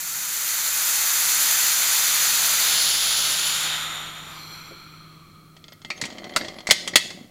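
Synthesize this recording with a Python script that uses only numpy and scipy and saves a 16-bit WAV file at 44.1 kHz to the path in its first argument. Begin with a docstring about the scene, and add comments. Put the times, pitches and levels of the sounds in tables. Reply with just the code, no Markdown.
"""A ball valve on a pressure pot is eased open: shaped noise hisses through the slit, then sighs through the bore.
The lever knocks its stop in a few damped modes. A wing nut is unscrewed with ticks, rubbing made of random
slips, and tiny wavering squeaks. A steel clamp drops off the lid and clanks against the pot: noise bursts over
ringing modes, with dull bumps of the hands. A close mono microphone in a small workshop adds a short tail over
low hums, rumble and faint hiss; the two hardest clanks overload it."""
import sys
import numpy as np
from scipy import signal
from scipy.fft import rfft, irfft
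from scipy.io import wavfile
from scipy.ndimage import uniform_filter1d

SR = 44100
rng = np.random.default_rng(int(sys.argv[2]) if len(sys.argv) > 2 else 0)


def pcm_store(signal):
    """Save signal as 16-bit PCM."""
    levels = np.round(np.clip(np.atleast_2d(signal), -1, 1) * 32767)
    wavfile.write(sys.argv[1], SR, levels.astype(np.int16).T)


N = 321930
TIME = np.arange(N) / SR
SIGH_S = 4.555  # the last of the pressure starts to die away

# spectrum of a metal contact, for blows and thread grit: f/Hz, relative level/dB
CONTACT_SPECTRUM = [(60, -9), (200, -3), (400, 1.5), (800, 1.5), (1300, -1), (1550, -2.5), (2100, 4),
                    (2600, -1.5), (3250, -1.5), (4500, 3), (6000, -4), (7500, -3.5), (10500, -10.5),
                    (16000, -24.5)]


def undb(db):
    """Decibels to gain."""
    return 10 ** (np.asarray(db) / 20)


def curve(rows, t):
    """The other columns of a table where its first column (time or opening) is t."""
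    s, *columns = np.transpose(rows)
    return [np.interp(t, s, c) for c in columns]


def unit(x):
    """Scale to rms 1."""
    return x / np.sqrt(np.mean(x ** 2))


def slope(points, f):
    """A spectrum of (Hz, dB) points, in dB at frequencies f."""
    hz, db = np.transpose(points)
    return np.interp(np.log(f + 1), np.log(hz), db)


def bell(f, hz, width):
    """A hump of height 1 with the given full width at half height."""
    return 2 ** -((2 * (f - hz) / width) ** 2)


def bins(n):
    """Frequencies of the spectrum of n samples."""
    return np.fft.rfftfreq(n, 1 / SR)


def colour(x, db):
    """Causal (minimum-phase) filter with the given dB at each frequency bin."""
    cepstrum = irfft(np.log(undb(db)), len(x))
    # fold the cepstrum onto positive time
    cepstrum[1:len(x) // 2] *= 2
    cepstrum[len(x) // 2 + 1:] = 0
    return irfft(rfft(x) * np.exp(rfft(cepstrum)), len(x))


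def band_db(db, f, lo, hi):
    """Level that white noise of rms 1 has between lo and hi after this filter."""
    in_band = (f > lo) & (f < hi)
    return 10 * np.log10(np.mean(undb(db) ** 2 * in_band, axis=-1, keepdims=True))


def add(out, s, x):
    """Mix x into out from time s."""
    i = int(s * SR)
    out[i:i + len(x)] += x[:N - i]


def airflow(t, surge_s=0.12, surge_db=1.5, sigh_db_per_s=16, dull_db_per_s=14,
            rush_base_db=-19, rush_opening=1.76, rush_gain_db=8.5):
    """Valve opening and the jet's level, low rush and treble in dB; after a surge the emptying pot sighs out."""
    # the jet until the bore lines up: t/s, relative level/dB, treble against the middle/dB
    jet_levels = [(0.03, -37, 7.5), (0.53, -31, 6.5), (1.24, -26.5, 6), (2.61, -24.5, 3.5),
                  (2.75, -23.5, 1), (3.29, -25.5, 0.5), (3.63, -27, -1), (3.66, -25, -6),
                  (4.16, -37.5, -10), (4.3, -40, -8.5)]
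    # the lever: t/s, opening (0 slit, 1 cracked, 2 half open, 3 full bore)
    lever_path = [(0, 0), (2.6, .4), (2.82, 1), (3.25, 1.1), (3.68, 1.55), (3.9, 2), (4.28, 2.15),
                  (4.44, 3)]
    opening, = curve(lever_path, t)
    level_db, treble_db = curve(jet_levels, t)
    spent = np.maximum(t - SIGH_S, 0)
    level_db = level_db + surge_db * bell(t, SIGH_S, surge_s) - sigh_db_per_s * spent
    # low rush and treble fade faster than the middle
    dull_db = dull_db_per_s * np.maximum(t - jet_levels[-1][0], 0)
    # the rush gains over half a step of opening
    rush_db = rush_base_db + rush_gain_db * np.clip(2 * (opening - rush_opening), 0, 1)
    return opening, level_db, rush_db - dull_db, treble_db - dull_db


def outlet(t, opening, open_db=3.5, gain_db_per_s=17.5, emerge_s=0.77):
    """Pitch and height in dB of the outlet's lowest tone, which stands out more as the flow dies."""
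    # the tone wanders: t/s, f/Hz
    outlet_pitch = [(3.7, 1380), (4.35, 1160), (4.52, 1370), (4.95, 1280), (5.2, 1160), (5.7, 1280)]
    hz = curve(outlet_pitch, t)[0]
    emerging_db = gain_db_per_s * np.clip(t - SIGH_S, 0, emerge_s)
    return hz, open_db * np.clip(opening - 1, 0, 1) + emerging_db


def hiss(low_hz=650, body_hz=1400, edge_hz=3600, treble_hz=6200, chamber_width=400, outlet_width=220,
         notch_width=260, flutter_db=0.52, deepen=0.078, size=512):
    """Jet noise through the valve passage, whose resonances change as the ball turns; it dulls as it dies."""
    # turbulence of the jet: f/Hz, relative level/dB
    turbulence = [(60, -22), (200, -17), (400, -12.5), (800, -5.5), (1300, 2), (2500, 1), (4500, -0.5),
                  (8500, -7), (12000, -7), (14700, -16), (15800, -21)]
    # resonances and notches of the passage at each opening: f/Hz, width/Hz, height/dB before deepening
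    slit = [(1460, 280, -0.5), (2900, 420, -5), (4400, 380, 3), (6040, 650, 4), (7140, 1700, 11),
            (9360, 660, 8), (10400, 450, 12), (11130, 490, 14.5), (11340, 270, -29), (11850, 300, 0),
            (13750, 1650, 20)]
    cracked = [(3460, 1300, 9), (4360, 400, 4.5), (4970, 1370, 5.5), (6120, 210, 8), (7000, 1040, 8),
               (8040, 370, -5), (9150, 1000, -3.5), (10230, 850, 11), (10740, 370, 11), (11150, 800, -8),
               (14100, 950, 13.5)]
    half_open = [(1260, 350, 2), (2850, 300, -2), (3230, 340, 5), (3680, 450, 8), (4780, 620, -2.5),
                 (5900, 340, 5), (7020, 770, 17), (8680, 390, 13), (10570, 660, 9), (12900, 1500, 10)]
    full_bore = [(320, 190, -3), (630, 260, -8), (1290, 490, 7.5), (2310, 380, 10.5), (3290, 210, 12),
                 (4170, 430, 15), (5840, 490, 14.5), (7370, 470, 14.5), (9280, 190, 11), (11080, 380, 10),
                 (12100, 400, 15), (12940, 920, 15)]
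    # the chamber inside the ball rings lower as the bore lines up: opening, f/Hz, height/dB
    chamber = [(1.4, 5250, -1), (2.15, 5000, -6), (2.5, 4800, 12), (3, 4280, 5.5)]
    # the notch of the slit moves, climbing overall as it widens: opening, f/Hz, height/dB
    notch = [(0, 5600, -3), (.4, 5420, -5), (.75, 5750, -4), (1.1, 6450, -2)]
    # reflections from surfaces near the valve: delay/ms, gain
    reflections = [(1.36, .08), (1.8, -.08), (7.03, .07), (8.97, .045)]

    overlap = size - size // 4
    f, t, noise = signal.stft(rng.standard_normal(N), SR, nperseg=size, noverlap=overlap)
    frame_t = t[:, None]
    opening, level_db, rush_db, treble_db = airflow(frame_t)

    db = slope(turbulence, f)
    for stage, passage in enumerate([slit, cracked, half_open, full_bore]):
        # crossfade between neighbouring stages
        share = np.maximum(1 - abs(np.clip(opening, 0, 3) - stage), 0)
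        # the passage tunes slightly upward as it opens
        stretch = 1 + 0.013 * (opening - stage)
        # its resonances deepen as the valve nears half open
        depth = 1 + deepen * np.clip(opening - 1, 0, 1)
        shape = sum(peak_db * bell(f, hz * stretch, width) for hz, width, peak_db in passage)
        db = db + share * depth * shape
    moving = [curve(chamber, opening), outlet(frame_t, opening), curve(notch, opening)]
    for (hz, peak_db), width in zip(moving, [chamber_width, outlet_width, notch_width]):
        db = db + peak_db * bell(f, hz, width)

    # a fast jet is bright, a slow one mostly rushes
    low = band_db(db, f, 350, 900)
    mid = band_db(db, f, 1000, 5000)
    high = band_db(db, f, 6000, 15000)
    db = db + (rush_db - low + mid) * slope([(low_hz, 1), (body_hz, 0)], f)
    db = db + (treble_db - high + mid) * slope([(edge_hz, 0), (treble_hz, 1)], f)

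    flutter = unit(uniform_filter1d(rng.standard_normal(len(t)), 10))[:, None]
    gain = undb(db - mid + level_db + flutter_db * flutter)
    air = signal.istft(noise * gain.T, SR, nperseg=size, noverlap=overlap)[1][:N]
    return air + sum(g * np.interp(TIME - ms / 1000, TIME, air, left=0) for ms, g in reflections)


def hum(waver=0.16, drift=0.0037, count=40):
    """Low tones that swell and fade, wavering in pitch and strength."""
    # middle t/s, length/s, f/Hz, level/dB before the swell
    hum_tones = [(0, 1.5, 168, -60), (2.2, 2.4, 167, -61), (2.95, 1.2, 56, -56.5), (4.1, 2.2, 57.5, -62),
                 (4.3, 2.6, 157.3, -50), (7, 1.3, 175, -54)]
    out = 0
    for s, length, hz, db in hum_tones:
        knots = np.linspace(0, TIME[-1], count)
        sway = np.interp(TIME, knots, rng.standard_normal(count))
        bend = np.interp(TIME, knots, rng.standard_normal(count))
        phase = 2 * np.pi * np.cumsum(hz * (1 + drift * bend)) / SR
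        tone = (1 + waver * sway) * np.sin(phase)
        out = out + undb(db) * bell(TIME, s, length) * unit(tone)
    return out


def ambient(hiss_db=-61.5, rumble_db=-59, swell_db=6.5, swell_s=4.25, swell_length_s=3.2):
    """A rumble that swells once, under the microphone's own steady faint hiss."""
    # low background rumble: f/Hz, relative level/dB
    rumble_spectrum = [(20, -1.5), (42, -13), (70, -8.5), (97, 3.5), (135, -2), (180, 2.5), (250, -6),
                       (320, 0), (430, -11.5), (700, -17.5), (2000, -49), (16000, -83)]
    # the microphone's hiss: f/Hz, relative level/dB
    mic_spectrum = [(100, 3), (1500, 2), (4000, 1), (8000, .3), (16000, 0)]
    f = bins(N)
    rumble = unit(colour(rng.standard_normal(N), slope(rumble_spectrum, f)))
    steady = unit(colour(rng.standard_normal(N), slope(mic_spectrum, f)))
    swelling_db = rumble_db + swell_db * bell(TIME, swell_s, swell_length_s)
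    return rumble * undb(swelling_db) + undb(hiss_db) * steady


def lever_stop(at_s=4.711, level_db=-37, push_s=.001, size=8192):
    """The lever meets its stop; the hand softens and damps the knock."""
    # modes of the held lever: f/Hz, relative level/dB, t60/s
    held_modes = [(352, -4, .13), (425, -3, .1), (530, -2, .08), (650, -5, .06), (1350, -4, .04)]
    out, t = np.zeros(N), TIME[:size]
    ring = sum(undb(db - 60 * t / t60) * np.sin(2 * np.pi * hz * t) for hz, db, t60 in held_modes)
    add(out, at_s, undb(level_db) * ring * (1 - np.exp(-t / push_s)))
    return out


def blows(clamp_t60=0.062, tick_thud_db=-9.5, tick_treble_db=-17.5, tick_hz=3280, tick_ring_db=12.5,
          tick_t60=0.043):
    """Clamp blows and nut ticks as (s, level dB, thud dB, treble dB, resonance Hz, its dB, t60 s)."""
    # clamp on lid and pot, all levels relative:
    # t/s, level/dB, thud/dB, treble/dB, strongest resonance f/Hz, its height/dB
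    clamp_blows = [(5.903, -11, -16.5, -23, 2370, 16), (6.014, -15, -24, -11.5, 4300, 1),
                   (6.038, -17, -20, -18, 2240, 11), (6.053, -20.5, -9, -7, 3150, 10),
                   (6.362, -4.5, -14.5, -13, 1400, 9), (6.411, -20, -13, -34, 1870, 11),
                   (6.67, -13, -16, -11, 1970, 12), (6.69, -19, 0, -7, 2000, 9),
                   (6.7, -12, -37, -18, 2060, 11), (6.709, 3.5, -18, -12.5, 3300, 10.5),
                   (6.876, -13.5, -13, -8.5, 3300, 14), (6.936, -20.5, -15, -29, 1940, 14),
                   (6.957, 4.5, -21.5, -12, 3230, 9), (7.104, -23, -10, -17, 2160, 2)]
    # the wing nut catching on its screw: t/s, relative level/dB
    nut_ticks = [(5.566, -35.5), (5.641, -33.5), (5.682, -33), (5.722, -30), (5.818, -36.5), (5.848, -25.5),
                 (5.977, -30.5), (6.102, -27), (6.126, -31), (6.173, -40), (6.184, -25.5), (6.242, -25.5),
                 (6.294, -30), (6.338, -32), (6.447, -23), (6.483, -21), (6.542, -36), (6.586, -27.5),
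                 (6.605, -28.5), (7.205, -43)]
    clamp = [(*row, clamp_t60) for row in clamp_blows]
    # the ticks share one colour and decay
    tick = (tick_thud_db, tick_treble_db, tick_hz, tick_ring_db, tick_t60)
    nut = [(s, db, *tick) for s, db in nut_ticks]
    return clamp + nut


def knocks(crack_db=-7, ring_db=-27, thud_db=12, bright_db=12, scatter_db=3.5, ring_width=520, hardness=0.46,
           tick_db=2, tick_s=0.00022, treble_damping=0.91, size=16384):
    """Each blow is a sharp-edged noise burst, like dense damped modes, over the ring of clamp and pot."""
    # modes of clamp and pot: f/Hz, relative level/dB, t60/s
    steel_modes = [(236, -2, 0.12), (357, -8, .14), (614, 6, 0.063), (1280, -5, .12), (1600, -38, .2),
                   (1927, 5, 0.1), (2100, 2, 0.2), (2190, -19, 0.11), (2650, -4.5, 0.18), (3100, -20, 0.12),
                   (3380, 1, 0.053), (4320, 6, 0.11), (4560, -6.5, 0.19), (4500, -18.5, 0.13),
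                   (5000, -4.5, 0.1), (5780, -2.5, 0.12), (6610, 4.5, 0.099), (7700, -1, 0.083),
                   (7660, -35, .14), (10420, -19, 0.12), (12800, -42, 0.13)]
    out, t, f = np.zeros(N), TIME[:size], bins(size)
    mode_hz, mode_db, mode_t60 = np.transpose(steel_modes)[:, :, None]
    for s, peak_db, low_db, high_db, main_hz, main_db, t60 in blows():
        # a harder blow is a shorter contact and reaches higher
        top_db = high_db + bright_db
        extreme_db = top_db + hardness * (peak_db + 2)
        contact_points = [(700, low_db + thud_db), (1800, 0.0045), (5000, 0), (7500, top_db), (11000, extreme_db)]
        contact = slope(contact_points, f)
        db = slope(CONTACT_SPECTRUM, f) + contact + main_db * bell(f, main_hz, ring_width)

        # treble and body of the burst decay at different rates
        noise = rng.standard_normal(size)
        dull = irfft(rfft(noise) * (f < 5500))
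        burst = dull * undb(-60 * t / t60) + (noise - dull) * undb(-60 * treble_damping * t / t60)
        # the first instant is stressed as a tick
        burst = burst * undb(tick_db * np.exp(-t / tick_s))
        crack = colour(burst, db - band_db(db, f, 0, SR / 2))

        # every point of contact favours other modes: random sign, level and tuning
        chance = rng.standard_normal((len(mode_hz), 3))[:, :, None]
        strength_db = mode_db + scatter_db * chance[:, 1] + np.interp(mode_hz, f, contact)
        strength = np.sign(chance[:, 0]) * undb(strength_db)
        tuned_hz = mode_hz * (1 + 0.0094 * chance[:, 2])
        ring = strength * np.sin(2 * np.pi * tuned_hz * t) * undb(-60 * t / mode_t60)
        add(out, s, undb(peak_db) * (undb(crack_db) * crack + undb(ring_db) * ring.sum(axis=0)))
    return out


def squeaks(waver=.009):
    """Now and then the dry thread sings for an instant: a short sine with unsteady pitch."""
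    # t/s, length/s, f/Hz, level/dB
    squeak_notes = [(5.73, 0.0093, 13050, -54), (5.96, 0.035, 6420, -51), (5.964, .045, 11030, -65),
                    (6.305, .025, 11050, -65), (6.375, .04, 12900, -54), (6.556, .05, 11050, -62)]
    out = np.zeros(N)
    for s, length, hz, db in squeak_notes:
        n = int(length * SR)
        pitch = hz * (1 + waver * unit(uniform_filter1d(rng.standard_normal(N), 60))[:n])
        tone = np.sin(2 * np.pi * np.cumsum(pitch) / SR)
        add(out, s, undb(db) * unit(signal.windows.tukey(n, .3) * tone))
    return out


def thread(slips_per_s=1100, spread_db=3.0, grit_db=-36, soft_hz=5000):
    """The wing nut sticks and slips on its screw: uneven tiny clicks ring the clamp."""
    # what the rubbing rings: f/Hz, width/Hz, relative level/dB
    rub_modes = [(233, 66, 1.5), (348, 32, 4), (582, 49, 4), (732, 42, 1), (1170, 200, -10),
                 (2040, 105, -2.5), (3140, 87, -8), (4160, 290, -15), (6600, 220, -19)]
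    # strokes of the nut: middle t/s, length/s, level/dB before the swell
    strokes = [(6.03, 0.19, -47), (6.34, 0.37, -37.5), (6.91, 0.53, -44.5)]
    f = bins(N)
    slips = (rng.random(N) < slips_per_s / SR) * rng.standard_normal(N)
    slips = slips * undb(spread_db * rng.standard_normal(N))
    power = sum(undb(db) ** 2 / (1 + (2 * (f - hz) / width) ** 2) for hz, width, db in rub_modes)
    grit = undb(grit_db + slope(CONTACT_SPECTRUM, f)) ** 2
    power = (power + grit) / (1 + (f / soft_hz) ** 2)
    rubbing = unit(colour(slips, 10 * np.log10(power)))
    return rubbing * sum(undb(db) * bell(TIME, s, length) for s, length, db in strokes)


def bumps(gain_db=-9, skirt_db=-31, t60=0.11, size=16384):
    """Soft contacts of the hands wake only the low ring of the pot: dull decaying noise."""
    # t/s, level/dB before gain_db, f/Hz
    hand_bumps = [(6.025, -20, 206), (6.405, -21.5, 330), (6.931, -24, 255), (7.04, -33, 225),
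                  (7.14, -29, 205), (7.208, -29, 225), (7.244, -34, 204)]
    out, t, f = np.zeros(N), TIME[:size], bins(size)
    for s, peak_db, hz in hand_bumps:
        db = slope([(hz / 4, -25), (hz, 0), (hz * 4, skirt_db), (hz * 30, -60)], f)
        burst = rng.standard_normal(size) * undb(-60 * t / t60)
        add(out, s, undb(peak_db + gain_db) * colour(burst, db - band_db(db, f, 0, SR / 2)))
    return out


def workshop(x, wet_db, t60_low=0.21, t60_mid=0.51, t60_high=0.51, build_s=0.015, size=32768):
    """The direct sound and a short diffuse tail from wooden walls, noise decaying in three bands."""
    t, f = TIME[:size], bins(size)
    noise, tail = rfft(rng.standard_normal(size)), 0
    edges = [0, 1500, 7000, SR]  # Hz
    for lo, hi, t60 in zip(edges, edges[1:], [t60_low, t60_mid, t60_high]):
        tail = tail + irfft(noise * ((f >= lo) & (f < hi))) * undb(-60 * t / t60)
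    tail = tail * (1 - np.exp(-t / build_s))
    wall_db = slope([(200, -13.5), (1000, 2.5), (2500, 0.0), (5000, 2.5), (9000, -4.5), (15000, -7)], f)
    tail = colour(tail / np.sqrt(np.sum(tail ** 2)), wall_db)
    return x + undb(wet_db) * signal.fftconvolve(x, tail)[:N]


def scene(hiss_db=-1.0):
    """Air and metal in the same workshop, over its hum; both channels carry one microphone."""
    air = workshop(undb(hiss_db) * hiss(), wet_db=-8.5)
    metal = workshop(lever_stop() + knocks() + bumps() + thread() + squeaks(), wet_db=-15.5)
    return np.tile(air + metal + hum() + ambient(), (2, 1))


def record(dry, top_hz=15900):
    """The recorder clips at full scale, then cuts the top with a steep low-pass."""
    top_cut = signal.ellip(12, .1, 80, top_hz, fs=SR, output="sos")
    return signal.sosfilt(top_cut, np.clip(dry, -1, 1))


dry = scene()
out = record(dry)
pcm_store(out)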